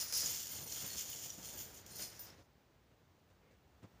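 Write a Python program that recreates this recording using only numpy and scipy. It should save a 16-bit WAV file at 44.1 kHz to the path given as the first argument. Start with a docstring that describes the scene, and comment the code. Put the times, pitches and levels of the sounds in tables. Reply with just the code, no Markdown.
"""A steel chain whip swings in circles in a hushed, snowy courtyard. From the start its joints click
densely, its rods ring and the cloth flag at the tip flutters and swishes; the walls give the steel
a short echo. The whip brushes the coat and feet thud in the snow as the swings go on. About two
seconds in, it wraps round the body and is caught. The dark outdoor hush and a faint, thin electronic
hiss remain, with soft shuffling feet, a sliding shoe and one last clear step."""
import sys
import numpy as np
from scipy import signal
from scipy.fft import rfft, irfft
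from scipy.io import wavfile

SR = 44100
rng = np.random.default_rng(int(sys.argv[2]) if len(sys.argv) > 2 else 0)


def waveform_to_disk(signal):
    """Save audio, clipped to [-1, 1], as 16-bit WAV at the path in sys.argv[1]."""
    frames = np.transpose(np.atleast_2d(signal))
    scaled = np.clip(frames, -1, 1) * 32767
    samples = np.round(scaled).astype(np.int16)
    wavfile.write(sys.argv[1], SR, samples)


N = 176400

# rattle envelope of the joints, one list per swing (time [s], level [dB])
SWING_LEVELS = [
    [(0, -38.5), (.07, -50), (.12, -46.5), (.126, -36.5), (.172, -36), (.225, -38), (.265, -41),
     (.41, -44.5), (.45, -48), (.59, -48), (.66, -55.5)],
    [(.7, -47.5), (.74, -45.5), (.91, -47.5), (.955, -46), (.995, -39.5), (1.05, -50), (1.13, -46),
     (1.2, -49.5), (1.24, -46.5), (1.35, -55.5), (1.422, -55)],
    [(1.432, -48.5), (1.48, -48.5), (1.56, -54), (1.605, -46), (1.67, -58), (1.73, -60.5), (1.775, -53.5),
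     (1.85, -73)],
    [(1.866, -59.5), (1.945, -57), (2.025, -45.5), (2.11, -62.5), (2.18, -62), (2.24, -58.5), (2.3, -69),
     (2.34, -79), (2.46, -84)],
]
# how slack the chain hangs (time [s], slack [0-1])
CHAIN_SLACK = [(0, 0.87), (.12, 1), (.22, 0.93), (.3, 0.15), (.45, 0.05), (1.85, 0), (2.02, 0.9)]
# tone of the clicks in the taut chain (frequency [Hz], level [dB])
TAUT_COLOUR = [(900, -26.5), (2500, -13.5), (3250, -3.5), (3850, -13), (4400, -8.5), (5800, -4),
               (7100, 3.5), (7700, -7.5), (8700, -18), (9400, -5), (10500, -20.5), (12900, -15),
               (13900, -4), (15400, -8)]
# tone of the clicks in the slack chain (frequency [Hz], level [dB])
SLACK_COLOUR = [(900, -25), (3700, -15.5), (4600, -5), (5100, 1.5), (7000, -2.5), (8300, -14),
                (10900, -7.5), (12600, -17.5), (14300, -9.5), (15400, -7.5)]
# single hard clicks of a joint (time [s], level [dB])
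JOINT_CLACKS = [(0.125, -15), (0.2611, -24), (0.47, -21.5), (0.7243, -24), (0.761, -24.5), (0.9747, -26),
                (0.981, -21), (1.448, -30), (1.591, -28), (1.864, -30.5), (2.194, -30.5), (2.27, -37)]
# modes of slack links knocking together (frequency [Hz], level [dB])
KNOCK_MODES = [(4930, -0.5), (5013, 6.5), (5132, -4.5), (5340, -1), (6163, -3), (10070, -4), (11051, -10.5)]
# air on the flag and the chain (time [s], flutter level [dB], swish level [dB])
AIR_LEVELS = [(0, -61, -55.5), (.1, -66.5, -59), (.24, -58, -57), (.45, -65.5, -64.5), (.58, -60, -61.5),
              (.68, -61.5, -67.5), (.85, -62.5, -59), (1.36, -63.5, -68.5), (1.54, -59.5, -63),
              (1.78, -64, -66.5), (1.96, -62, -65.5), (2.02, -57.5, -70), (2.12, -66, -64.5),
              (2.3, -63, -64), (2.41, -65, -72.5), (2.43, -81, -80)]
# low flutter of the cloth (frequency [Hz], level [dB])
FLUTTER_COLOUR = [(30, -22), (50, -1), (100, 3.5), (180, -3.5), (380, -5.5), (465, -4.5), (560, -6.5),
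                  (900, -10), (1600, -28.5), (4000, -41.5)]
# bright swish of the air (frequency [Hz], level [dB])
SWISH_COLOUR = [(400, -13.5), (900, -4.5), (1600, 1.5), (3200, -4), (6000, -3), (15000, -36)]
# dark outdoor hush, plus a faint thin electronic hiss near 15 kHz (frequency [Hz], level [dB])
BED_COLOUR = [(30, -15), (55, -5), (90, -2.5), (210, -10), (820, -17), (1200, -21), (3000, -27.5),
              (6700, -33), (9500, -42), (14400, -40), (15100, -28)]
# envelope of the hush and hiss (time [s], level [dB])
BED_LEVEL = [(0, -67.5), (3.6, -69), (4, -65.5)]
# modes of each steel rod, by name (frequency [Hz], level [dB])
ROD_MODES = {"a": [(1620, -21), (5028, -14.5), (9900, -7.5), (14520, 3)], "b": [(4230, -4.5), (9190, 1.5),
             (13690, -6)], "c": [(2130, -13.5), (4480, -6.5), (9560, -2), (14170, 5.5)], "d": [(5130, -4.5),
             (10780, -6), (14740, 5)], "e": [(6970, -20), (9340, -4), (13480, -2)], "f": [(3180, -8),
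             (6650, -12), (13950, -5)], "g": [(1900, -12), (4380, 0.5)], "h": [(5340, -5), (10100, -5),
             (11050, 3)], "i": [(10110, 0.5)]}
# clear strikes on a rod (time [s], rod [name], level [dB])
ROD_STRIKES = [(.001, "d", -41), (.008, "b", -44), (.08, "i", -49), (.147, "h", -44), (0.171, "c", -41),
               (.292, "c", -43.5), (.49, "d", -51), (0.512, "c", -47), (.62, "c", -54), (0.764, "f", -45.5),
               (.87, "c", -51), (.9, "g", -47.5), (1.097, "d", -48), (1.453, "b", -49), (1.572, "a", -43),
               (1.68, "d", -67), (1.743, "e", -54.5), (1.91, "b", -52.5), (1.957, "e", -48),
               (1.994, "a", -51), (2.02, "b", -47), (2.192, "a", -43.5), (2.193, "e", -51)]
# envelope of the rods' shimmer (time [s], level [dB])
SHIMMER_LEVEL = [(0, -61), (.1, -62), (.18, -54), (.45, -56), (.78, -49.5), (1.0, -56), (1.25, -60),
                 (1.38, -67), (1.6, -52.5), (1.83, -82), (2.0, -47), (2.2, -79), (2.45, -88)]
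# bright clinks of one connecting ring (time [s], pitch [Hz], level [dB])
RING_CLINKS = [(.166, 5510, -29), (0.2597, 6820, -28.5), (.675, 5700, -42), (0.723, 5666, -37),
               (1.131, 2970, -42.5), (1.28, 5900, -51), (1.303, 5800, -35), (2.303, 5400, -50)]
# the whip brushing the coat, later shuffling feet and the last step (time [s], level [dB], decay [s])
RUSTLES = [(0.127, -43, 0.0063), (0.231, -46, 0.011), (0.846, -47, 0.011), (1.992, -50.5, 0.062),
           (3.3, -76, 0.021), (3.51, -78, .04), (3.831, -68, 0.014)]
# tone of those rustles (frequency [Hz], level [dB])
RUSTLE_COLOUR = [(80, -4.5), (200, -7.5), (480, 7), (1000, -7.5), (1620, 1), (3000, -0.5), (7000, -1.5),
                 (15000, -22)]
# footfalls in the snow (time [s], level [dB], crunch length [s], thud pitch [Hz])
FOOTFALLS = [(.23, -52, 0.026, 171), (0.602, -55, 0.049, 134), (0.827, -53.5, 0.05, 111),
             (0.947, -54.5, 0.02, 72), (1.378, -52, 0.03, 187), (1.995, -63, 0.024, 94),
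             (2.912, -64, 0.0098, 111), (3.3, -63, 0.024, 97), (3.823, -53, 0.041, 108)]
# crunch of packed snow (frequency [Hz], level [dB])
SNOW_COLOUR = [(35, -24), (105, -1.5), (230, -5.5), (400, -13), (1000, -19.5), (6000, -40), (12000, -62.5)]
# a shoe slides before the last step (time [s], level [dB], length [s])
SHOE_SLIDE = (3.4, -72, 0.17)
# scuff of that shoe (frequency [Hz], level [dB])
SCUFF_COLOUR = [(250, -17), (490, 8.5), (700, -22), (2200, -8), (7000, -40)]

RATTLE_DB, CLICKS_PER_S, CONTACT_SPREAD_DB = -1.5, 1500, -2
JOINT_T60_S, JOINT_RING_DB = 0.043, -3.5
KNOCK_DB, KNOCK_T60_S = -10.5, 0.11
FLUTTER_DB, SWISH_DB, FLAP_DEPTH_DB, FLAP_HZ = 1, 0.75, 1.5, 69.6
ROD_T60_S, ROD_LONG_T60_S, ROD_LONG_DB, ROD_SPLIT_HZ, ROD_RISE_S = 0.18, 0.31, -6, 24, 0.0009
TAPPED_RODS, TAP_DB, TAP_T60_S, TAP_DETUNE, TAP_SPREAD_DB = "abcef", -3.5, 0.077, 0.0204, 7
YARD_T60_S, YARD_DB, YARD_PREDELAY_S = 0.16, -10.5, 0.0084
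THUD_T60_S, THUD_RISE_S, THUD_DB, CRUNCH_DB = 0.16, 0.004, 0.5, -3.5
THUD_OVERTONE_RATIO, THUD_OVERTONE_DB = 1.7, -4


def undb(db):
    """Decibels to gain."""
    return 10 ** (np.asarray(db) / 20)


def curve(rows, column=1):
    """One column of a table, joined by straight lines in time."""
    rows = np.array(rows)
    return np.interp(np.arange(N) / SR, rows[:, 0], rows[:, column])


def norm(x):
    """Scale to energy 1."""
    return x / np.sqrt(np.sum(x ** 2) + 1e-30)


def through(x, response):
    """Pass a sound through an impulse response."""
    return signal.fftconvolve(x, response)[:N]


def colour(points, size=4096):
    """An EQ curve as a minimum-phase impulse response of energy 1."""
    hz, db = np.array(points).T
    bins_hz = np.maximum(np.arange(size // 2 + 1) * SR / size, 1)
    gain = undb(np.interp(np.log(bins_hz), np.log(hz), db))
    cepstrum = irfft(np.log(gain))
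    cepstrum[1:size // 2] *= 2
    cepstrum[size // 2 + 1:] = 0
    return norm(irfft(np.exp(rfft(cepstrum))))


def noise(points):
    """Coloured noise of rms about 1."""
    return through(rng.standard_normal(N), colour(points))


def ring(modes, t60):
    """Decaying partials of a struck object (frequency [Hz], level [dB])."""
    t = np.arange(int(t60 * SR) + 2) / SR
    partials = sum(undb(db) * np.sin(2 * np.pi * hz * t + rng.uniform(0, 2 * np.pi)) for hz, db in modes)
    return partials * np.exp(-np.log(1000) * t / t60)


def soften(x, rise):
    """Round off the attack of a sound."""
    return x * (1 - np.exp(-np.arange(len(x)) / SR / rise))


def contacts(per_s):
    """Random impacts of uneven strength, rms 1."""
    hits = rng.random(N) < per_s / SR
    softness = np.minimum(rng.exponential(size=N), 2.6)
    impacts = hits * undb(CONTACT_SPREAD_DB * softness) * rng.choice([-1, 1], N)
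    return norm(impacts) * np.sqrt(N)


def add(out, start, x):
    """Mix a sound in at a given time."""
    i = max(int(start * SR), 0)
    out[i:i + len(x)] += x[:N - i]


def joint_click(count=16):
    """One small connecting ring: a sharp tick and short modes scattered across the treble."""
    modes_hz = 1300 + 14200 * (np.arange(count) + rng.random(count)) / count
    click = undb(JOINT_RING_DB) * norm(ring([(hz, 0) for hz in modes_hz], JOINT_T60_S))
    click[0] += 1  # the tick
    return norm(click)


def chain_rattle(joints=14):
    """The joints click as the chain turns; when slack, the links also knock together."""
    levels = [row for swing in SWING_LEVELS for row in swing]
    effort = undb(curve(levels) + RATTLE_DB) * (np.arange(N) / SR < levels[-1][0])
    slack = np.clip(curve(CHAIN_SLACK), 0, 1)
    rate = CLICKS_PER_S / joints
    clicks = sum(through(effort * contacts(rate), joint_click()) for _ in range(joints))
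    clicks /= np.sqrt(joints)
    for start, db in JOINT_CLACKS:
        add(clicks, start, undb(db) * joint_click())
    knocks = np.zeros(N)
    for hz, db in KNOCK_MODES:
        hits = effort * slack * contacts(rate)
        knocks += through(hits, undb(db) * norm(ring([(hz, 0)], KNOCK_T60_S)))
    taut = through(clicks * np.sqrt(1 - slack), colour(TAUT_COLOUR))
    loose = through(clicks * np.sqrt(slack), colour(SLACK_COLOUR))
    return taut + loose + undb(KNOCK_DB) * knocks / np.sqrt(len(KNOCK_MODES))


def flag():
    """The cloth flaps unevenly in the air stream until it is caught."""
    t = np.arange(N) / SR
    flaps = undb(FLAP_DEPTH_DB * np.interp(t * FLAP_HZ, np.arange(N), rng.standard_normal(N)))
    flutter = undb(curve(AIR_LEVELS) + FLUTTER_DB) * noise(FLUTTER_COLOUR)
    swish = undb(curve(AIR_LEVELS, column=2) + SWISH_DB) * noise(SWISH_COLOUR)
    return (flutter + swish) * flaps * (t < AIR_LEVELS[-1][0])


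def hush_and_hiss():
    """Dark outdoor hush, plus a faint thin electronic hiss near 15 kHz."""
    return undb(curve(BED_LEVEL)) * noise(BED_COLOUR)


def rod_ping(name, t60, long_t60, tuning=1):
    """A rod bends in two planes, so modes come in close pairs: the joint damps one, the other is free."""
    planes = [[(hz * tuning + ROD_SPLIT_HZ * rng.standard_normal(), db) for hz, db in ROD_MODES[name]]
              for _ in range(2)]
    damped = ring(planes[0], t60)
    free = undb(ROD_LONG_DB) * ring(planes[1], long_t60)
    damped = np.pad(damped, (0, len(free) - len(damped)))
    return soften((damped + free) / np.sqrt(2), ROD_RISE_S)


def ringing_steel(taps=800):
    """Hard strikes ring the rods, connecting rings clink, and light taps keep up a shimmer."""
    out = np.zeros(N)
    for start, name, db in ROD_STRIKES:
        add(out, start, undb(db) * rod_ping(name, ROD_T60_S, ROD_LONG_T60_S))
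    for start, hz, db in RING_CLINKS:
        add(out, start, undb(db) * ring([(hz, 0)], t60=0.024))
    times, levels = np.array(SHIMMER_LEVEL).T
    for k, (jitter, pick, pull, force) in enumerate(rng.random((taps, 4))):
        start = (k + jitter) / taps * times[-1]
        db = np.interp(start, times, levels) + TAP_DB + TAP_SPREAD_DB * (2 * force - 1)
        name = TAPPED_RODS[int(pick * len(TAPPED_RODS))]
        tuning = 1 + TAP_DETUNE * (2 * pull - 1)  # a random pull on the chain detunes each tap
        add(out, start, undb(db) * rod_ping(name, TAP_T60_S, TAP_T60_S, tuning))
    return out


def yard_echo(x):
    """The courtyard walls add a short, diffuse echo to a sound."""
    t = np.arange(SR) / SR
    tail = rng.standard_normal(SR) * np.exp(-np.log(1000) * t / YARD_T60_S) * (t > YARD_PREDELAY_S)
    return x + undb(YARD_DB) * through(x, norm(tail))


def rustles():
    """Short rustles: the whip brushing the coat, later shuffling feet and the last step."""
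    t, out = np.arange(N) / SR, np.zeros(N)
    for start, db, decay in RUSTLES:
        add(out, start, undb(db) * np.exp(-t / decay) * noise(RUSTLE_COLOUR))
    return out


def foot_load(start, db, length):
    """The rounded rise and fall of a foot's weight on the snow."""
    progress = np.clip((np.arange(N) / SR - start) / length, 0, 1)
    return undb(db) * 2 * np.sqrt(progress * (1 - progress))


def footsteps():
    """Each foot lands with a dull thud and packs the snow with a grainy crunch."""
    load = sum(foot_load(start, db, length) for start, db, length, _ in FOOTFALLS)
    out = undb(CRUNCH_DB) * through(load * contacts(per_s=2500), colour(SNOW_COLOUR))
    for start, db, _, hz in FOOTFALLS:
        thud = ring([(hz, 0), (hz * THUD_OVERTONE_RATIO, THUD_OVERTONE_DB)], THUD_T60_S)
        add(out, start, undb(db + THUD_DB) * soften(thud, THUD_RISE_S))
    return out


def shoe_slide():
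    """A shoe scuffs softly through the snow."""
    return foot_load(*SHOE_SLIDE) * noise(SCUFF_COLOUR)


def scene():
    """Mono mix: steel and rustles with echo, the rest dry."""
    echoed = yard_echo(chain_rattle() + ringing_steel() + rustles())
    return (echoed + flag() + footsteps() + shoe_slide() + hush_and_hiss())[None]


def record(dry):
    """The microphone drops the deepest bass and the very top."""
    low_cut = signal.butter(4, 42, "high", fs=SR, output="sos")
    high_cut = signal.ellip(12, .2, 80, 15430, fs=SR, output="sos")
    return signal.sosfilt(high_cut, signal.sosfilt(low_cut, dry))


dry = scene()
out = record(dry)
waveform_to_disk(out)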